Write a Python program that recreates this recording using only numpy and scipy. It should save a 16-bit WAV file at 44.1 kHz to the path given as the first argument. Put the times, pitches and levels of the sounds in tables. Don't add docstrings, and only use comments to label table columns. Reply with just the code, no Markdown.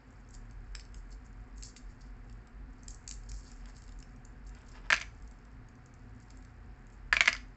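import sys
import numpy as np
from scipy import signal
from scipy.fft import rfft, irfft
from scipy.io import wavfile
from scipy.ndimage import uniform_filter1d

SR = 44100
rng = np.random.default_rng(int(sys.argv[2]) if len(sys.argv) > 2 else 0)


def persist_wave(psi):
    counts = np.round(np.clip(psi, -1, 1) * 32767).astype(np.int16)
    wavfile.write(sys.argv[1], SR, np.atleast_2d(counts).T)


N = 333396

# (time [s], level [dB], depth [dB])
SNAPS = [(0.105, -59, -6), (0.2886, -53, -12), (0.307, -50.5, -9), (0.3414, -49, 2), (0.3485, -44.5, 0),
         (0.5097, -55.5, 5), (0.751, -37.5, 13.5), (0.7956, -46.5, 10.5), (0.851, -56, 8),
         (0.9437, -48.5, 7), (1.126, -52, 5), (1.263, -57, -6), (1.3274, -61, -4), (1.5805, -48, -2),
         (1.6245, -39.5, 6), (1.6331, -34.5, -3.5), (1.7638, -50.5, 16), (2.2968, -58.5, 10.5),
         (2.3261, -57, 5), (2.4717, -58.5, 10), (2.832, -46, -10), (2.8812, -33, -2), (2.9053, -42, -10),
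         (2.9452, -41, -12), (3.0764, -29.5, -1.5), (3.0907, -33, -6), (3.1024, -43, -2),
         (3.1108, -30.5, 0.5), (3.1223, -39.5, -1), (3.139, -44, -4), (3.2345, -56, 4), (3.316, -39, 4),
         (3.5156, -46.5, 1), (3.6566, -53.5, 12), (3.7658, -49, 5), (3.7794, -50, -5), (3.8202, -52.5, 7),
         (3.838, -51.5, -1), (3.8788, -54, 6), (3.8904, -54, 8), (3.922, -54, 7.5), (3.9888, -48.5, -8),
         (4.0018, -50.5, -2), (4.0258, -49.5, 9), (4.1609, -58.5, -5), (4.25, -46, -8), (4.4924, -51, 1),
         (4.5491, -52.5, 7), (4.6159, -57, 3), (5.2225, -55.5, 0), (5.2753, -53, -1), (5.311, -54.5, 0),
         (5.3877, -62, 3), (5.451, -59, 6), (5.686, -56, 2.5), (5.7533, -60, 2), (5.8593, -52.5, -4),
         (5.9389, -54, -5), (6.201, -56, -2), (6.304, -51, 6.5), (6.3716, -53, -4), (6.4243, -58.5, 4),
         (6.4484, -54.5, 6), (6.8678, -56.5, -2)]
# (time [s], level [dB], knock pitch [Hz], brittle tick against knock [dB])
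DROPS = [(4.9028, -12.5, 1730, -11), (4.906, -12, 1720, -16), (4.924, -9.5, 2260, -19),
         (4.929, -7, 1670, -11), (4.941, -16.5, 2580, -9), (4.946, -25, 2330, -8),
         (4.964, -26.5, 2220, -1.5), (4.972, -28, 2250, -12), (4.979, -29, 2430, -12.5),
         (5, -41.5, 2430, 5), (5.013, -25.5, 2260, -14), (5.016, -29, 2220, -2), (5.025, -30.5, 2340, -22),
         (7.127, -7.5, 1775, -14.5), (7.131, -12.5, 1575, -15.5), (7.140, -24, 2350, -15),
         (7.153, -25, 1670, -16), (7.166, -25, 2300, -10.5), (7.1678, -9.5, 2350, -18.5),
         (7.2074, -4, 2240, -12), (7.21, -15, 1930, -17), (7.221, -26, 1840, -2.5), (7.258, -20, 2060, -3),
         (7.2759, -9.5, 2060, -10.5), (7.280, -4.5, 2090, -20), (7.288, -22, 2630, -2),
         (7.329, -22, 2240, -1), (7.350, -30.5, 1500, -6), (7.365, -40, 1730, 6)]
# (time [s], level [dB])
TEARING = [(0, -83), (1.2, -88), (1.8, -85), (2.6, -91), (2.9, -76), (3.2, -89), (3.35, -70.5),
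           (3.85, -78.5), (4.3, -89.5), (4.62, -83.5), (5.3, -82.5), (5.6, -91.5), (6.3, -83), (6.7, -87),
           (7.56, -89)]
# (time [s], length [s], level [dB], lower shell modes against upper [dB])
RIPS = [(0.324, 0.066, -61, -8), (0.746, 0.026, -64, 10), (0.796, 0.032, -69, 10.5),
        (.95, 0.071, -65.5, -8), (1.102, 0.056, -63, 0), (1.24, 0.048, -67, -7), (1.548, 0.15, -65.5, -11),
        (1.628, 0.089, -51.5, -3), (1.758, 0.043, -55.5, -5), (1.882, 0.08, -73, -1),
        (2.004, 0.031, -63.5, 4), (2.048, .06, -75, 3), (2.888, .06, -57, -21), (3.288, 0.017, -46, -1.5),
        (3.326, 0.11, -57.5, -7), (3.432, 0.14, -64, 0.5), (3.677, 0.044, -64.5, -1),
        (3.747, 0.072, -63.5, -3), (4.463, 0.025, -57, -6.5), (4.659, 0.022, -67, 1),
        (4.681, 0.018, -56, -7), (4.711, .03, -64, 1), (4.74, 0.058, -72.5, 7), (6.216, 0.026, -69, -2),
        (6.297, 0.026, -66, 0), (6.917, 0.06, -74, -14)]
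# (time [s], length [s], level [dB])
RUBBING = [(3.42, 0.17, -68), (3.58, 0.19, -64.5), (4.5, 0.15, -62.5), (4.603, 0.17, -67),
           (4.735, 0.08, -54.5), (4.811, 0.096, -59.5), (6.248, 0.11, -73)]
# (pitch [Hz], width [Hz], level [dB])
SHELL_LOW_MODES = [(3573, 490, -9), (4686, 820, 4), (5125, 530, 3)]
# (pitch [Hz], width [Hz], level [dB])
SHELL_HIGH_MODES = [(5770, 510, -3.5), (6650, 550, 0), (7175, 920, 1.5)]
# (pitch [Hz], width [Hz], level [dB])
PIECE_MODES = [(3520, 1500, -4.5), (4310, 790, -0.5), (4700, 800, 0), (5780, 790, -2.5), (6220, 1200, -6),
               (6920, 550, -11)]
# (pitch [Hz], width [Hz], level [dB])
TRAY_MODES = [(198, 79, -2), (341, 133, 1), (681, 90, 10), (1097, 69, 13), (1700, 775, 11),
              (2075, 500, -13), (2820, 715, -21), (3350, 204, -5.5)]
# (pitch [Hz], width [Hz], level [dB])
RUB_BANDS = [(804, 1000, 8.5), (1400, 1100, 7), (2230, 900, -4.5), (2950, 2200, -26), (4700, 840, -5.5)]
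# (pitch [Hz], level per Hz [dB])
AIR_SPECTRUM = [(76, -22.5), (130, 1), (160, -12.5), (243, -1.5), (290, -11.5), (460, -12.5), (580, -19.5),
                (760, -17), (1700, -16), (2300, -23), (3500, -37), (4800, -34.5), (6000, -42.5),
                (8200, -43.5)]
# (pitch [Hz], width [Hz], level [dB])
HUM_MODES = [(77.8, 9, -62.5), (109.3, 5.5, -61.5), (128.5, 6.5, -68), (169.5, 8.2, -73), (234.8, 13, -70),
             (257.2, 14.6, -67.5), (732, 47, -78)]
# (average pitch [Hz], level [dB])
WHINE_TONES = [(719, -82), (742, -78.5)]
# (time [s], level [dB])
RUMBLE_LEVEL = [(0.0, -56), (0.25, -55), (0.36, -48), (1.2, -48.5), (2.3, -51), (2.9, -47.5), (4.3, -50),
                (5.3, -50), (5.9, -54.5), (6.9, -54), (7.05, -49), (7.3, -48), (7.56, -55.5)]
# (pitch [Hz], level per Hz [dB])
RUMBLE_BAND = [(20, -20.5), (30, -20.5), (36, -2), (48, 1), (54, -5.5), (63, -22), (90, -66)]
# (pitch [Hz], gain [dB])
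RUMBLE_EDGES = [(20, -6), (31, -15), (37, -2), (55, 1), (62, -16), (90, -34.5)]
# (approximate delay [s], level in each tail [dB])
ECHOES = [(.0025, -10), (.0047, -16), (.009, -18), (.012, -18), (.017, -25.5), (.024, -32)]
# (pitch [Hz], time [s])
ROOM_DECAY = [(500, 0.27), (2000, 0.29), (3500, 0.28), (6000, 0.31), (8000, 0.32)]

LOW_DB, KNOCK_DB = -4.5, -9.5
LOW_PER_DEPTH, KNOCK_PER_DEPTH = 0.68, 1.21
FAINT_COUNT, FAINT_DB, FAINT_SPREAD_DB, FAINT_DEPTH_DB = 8, -63, 4, 5.5
TEARING_LOW_DB = -0.6
TRAY_DB = -13
CRUMBS_DB, CRUMBS_S, CRUMBS_TRAY_DB = -9.5, 0.022, -5.5
RUB_PEAK, RUB_ENDS_DB = 0.51, -12
AIR_DB = -60
WAVER_DB, WAVER_S = 2, 0.1
EDGE_HZ, TOP_HZ = 8080, 15500


def snaps():
    out, size = np.zeros(N), 3000
    moments = rng.random(FAINT_COUNT)
    chances = rng.standard_normal((FAINT_COUNT, 2))
    faint = [(u * N / SR, FAINT_DB + FAINT_SPREAD_DB * a, FAINT_DEPTH_DB * b)
             for u, (a, b) in zip(moments, chances)]
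    rows = SNAPS + faint
    noises = rng.standard_normal((len(rows), size))
    splits = grains(noises.shape, per_s=240, spread_db=3.5)
    for (s, db, depth), noise, split in zip(rows, noises, splits):
        blow = burst(noise, rise=0.00072, fall=0.0011)
        blow += gain_of(-22.5) * burst(split, rise=0.0025, fall=0.0076)
        high = topped(ring(blow, SHELL_HIGH_MODES))
        low = gain_of(LOW_DB + LOW_PER_DEPTH * depth) * topped(ring(blow, SHELL_LOW_MODES))
        knock = topped(ring(blow, [(2200, 2500, 0)]))
        knock *= gain_of(KNOCK_DB + KNOCK_PER_DEPTH * depth)
        add(out, s, gain_of(db) * (high + low + knock))
    return out


def peeling():
    upper = gain_of(along(TEARING)) * evened(grains(N, per_s=500, spread_db=5.5))
    lower = gain_of(along(TEARING) + TEARING_LOW_DB) * evened(grains(N, per_s=500, spread_db=5.5))
    dense_upper = evened(grains(N, per_s=1500, spread_db=4.0))
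    dense_lower = evened(grains(N, per_s=1500, spread_db=4.0))
    for s, length, db, low_db in RIPS:
        u = np.linspace(0, 1, max(round(length * SR), 2))
        swell = gain_of(db) * np.minimum(u / 0.23, 1) * (1 - u ** 1.04)
        start = round(s * SR)
        at = slice(start, start + len(u))
        add(upper, s, swell * dense_upper[at])
        add(lower, s, gain_of(low_db) * swell * dense_lower[at])
    return ring_evenly(upper, SHELL_HIGH_MODES) + ring_evenly(lower, SHELL_LOW_MODES)


def drops():
    out = np.zeros(N)
    crumbs = grains((len(DROPS), 6000), per_s=300, spread_db=4.5)
    noises = rng.standard_normal((len(DROPS), 3000))
    for (s, db, hz, tick_db), noise, crumb in zip(DROPS, noises, crumbs):
        skitter = burst(crumb, rise=0.0044, fall=CRUMBS_S)
        skitter = ring(skitter, PIECE_MODES) + gain_of(CRUMBS_TRAY_DB) * ring(skitter, TRAY_MODES)
        add(out, s, gain_of(db + CRUMBS_DB) * skitter)
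        blow = burst(0.24 * noise + 1, rise=0.00005, fall=0.00008)
        knock = topped(ring(blow, [(hz, 1100, 0), (hz, 260, 2), (1.314 * hz, 1000, -8)]))
        knock += gain_of(TRAY_DB) * topped(ring(blow, TRAY_MODES))
        tick = ring(burst(noise, rise=0.00013, fall=0.001), PIECE_MODES)
        add(out, s, gain_of(db) * (topped(knock) + gain_of(tick_db) * topped(tick)))
    return out


def rubbing():
    slips = evened(ring(grains(N, per_s=1400, spread_db=3.5), RUB_BANDS))
    out = np.zeros(N)
    for s, length, db in RUBBING:
        u = np.linspace(0, 1, round(length * SR))
        swell_db = np.interp(u, [0, RUB_PEAK, 1], [RUB_ENDS_DB, 0, RUB_ENDS_DB])
        stroke = gain_of(db + swell_db) * signal.windows.tukey(len(u), 0.2)
        add(out, s, stroke * slips[round(s * SR):][:len(u)])
    return out


def hum():
    air = gain_of(AIR_DB) * coloured(rng.standard_normal(N), AIR_SPECTRUM)
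    tones = sum(gain_of(db) * evened(ring(rng.standard_normal(N), [(hz, width, 0)]))
                for hz, width, db in HUM_MODES)
    return air + tones + whine() + rumble()


def whine():
    drift = 1.6 * evened(uniform_filter1d(rng.standard_normal(N), SR // 4))
    return sum(gain_of(db) * np.sin(2 * np.pi * np.cumsum(hz + drift) / SR) for hz, db in WHINE_TONES)


def rumble():
    deep = signal.hilbert(coloured(rng.standard_normal(N), RUMBLE_BAND))
    steadied = (deep / abs(deep) ** 0.5).real
    steadied = coloured(steadied, RUMBLE_EDGES)
    span = round(WAVER_S * SR)
    quick = uniform_filter1d(uniform_filter1d(rng.standard_normal(N), span), span)
    waver = WAVER_DB * evened(quick - uniform_filter1d(quick, 4 * span))
    return gain_of(along(RUMBLE_LEVEL) + waver) * steadied


def room(x, wet_db, turns_per_s=9):
    turn = np.pi * turns_per_s * np.arange(N) / SR
    out = x.copy()
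    for k in range(3):
        share = np.sqrt(2 / 3) * abs(np.cos(turn + k * np.pi / 3))
        out += signal.fftconvolve(x * share, tail(wet_db))[:N]
    return out


def tail(wet_db):
    size = SR // 2
    taps = np.zeros(size)
    at = np.arange(200, size - 30, 30)
    taps[at + rng.integers(0, high=30, size=len(at))] = rng.choice([-1., 1.], len(at))
    hz, t, bands = signal.stft(taps, SR, nperseg=256)
    fade = gain_of(-60 * t / read(ROOM_DECAY, hz)[:, None])
    out = signal.istft(bands * fade, SR, nperseg=256)[1][:size]
    out *= gain_of(wet_db) / np.linalg.norm(out)
    for s, db in ECHOES:
        out[round(s * SR * rng.uniform(0.9, 1.1))] += rng.choice([-1, 1]) * gain_of(db)
    return out


def grains(count, per_s, spread_db):
    size = gain_of(spread_db * np.minimum(rng.exponential(1, count), 4))
    present = rng.random(count) < per_s / SR
    return size * present * rng.choice([-1, 1], count)


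def burst(noise, rise, fall):
    t = np.arange(len(noise)) / SR
    return noise * (1 - np.exp(-t / rise)) * np.exp(-t / fall)


def resonate(x, hz, width):
    r = np.exp(-np.pi * width / SR)
    feedback = [1, -2 * r * np.cos(2 * np.pi * hz / SR), r * r]
    return (1 - r * r) / 2 * signal.lfilter([1, 0, -1], feedback, x)


def ring(x, modes):
    return sum(gain_of(db) * resonate(resonate(x, hz, width), hz, width) for hz, width, db in modes)


def ring_evenly(x, modes):
    click = signal.unit_impulse(2000)
    return ring(x, modes) / np.linalg.norm(ring(click, modes))


def coloured(noise, spectrum):
    gain = gain_of(read(spectrum, np.fft.rfftfreq(N, 1 / SR)))
    return evened(irfft(rfft(noise) * gain, N))


def gain_of(db):
    return 10 ** (np.asarray(db) / 20)


def evened(x):
    return x / np.sqrt(np.mean(x ** 2) + 1e-20)


def topped(x):
    return x / abs(x).max()


def read(points, hz):
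    f, value = np.transpose(points)
    return np.interp(np.log(hz + 1), np.log(f + 1), value)


def along(curve):
    s, value = np.transpose(curve)
    return np.interp(np.arange(N) / SR, s, value)


def add(mix, s, sound):
    part = mix[round(s * SR):][:len(sound)]
    part += sound[:len(part)]


def scene():
    near = room(snaps() + peeling() + rubbing(), wet_db=-9.0)
    tray = room(drops(), wet_db=-12.0)
    return (near + tray + hum())[None]


def record(dry):
    edge = signal.firwin(141, EDGE_HZ, window=("kaiser", 6), fs=SR)
    trace = signal.firwin(141, TOP_HZ, window=("kaiser", 6), fs=SR) - edge
    heard = signal.oaconvolve(dry, (edge + gain_of(-25) * trace)[None], "same")
    hiss = gain_of(-101) * rng.standard_normal(dry.shape)
    return heard + hiss


dry = scene()
out = record(dry)
persist_wave(out)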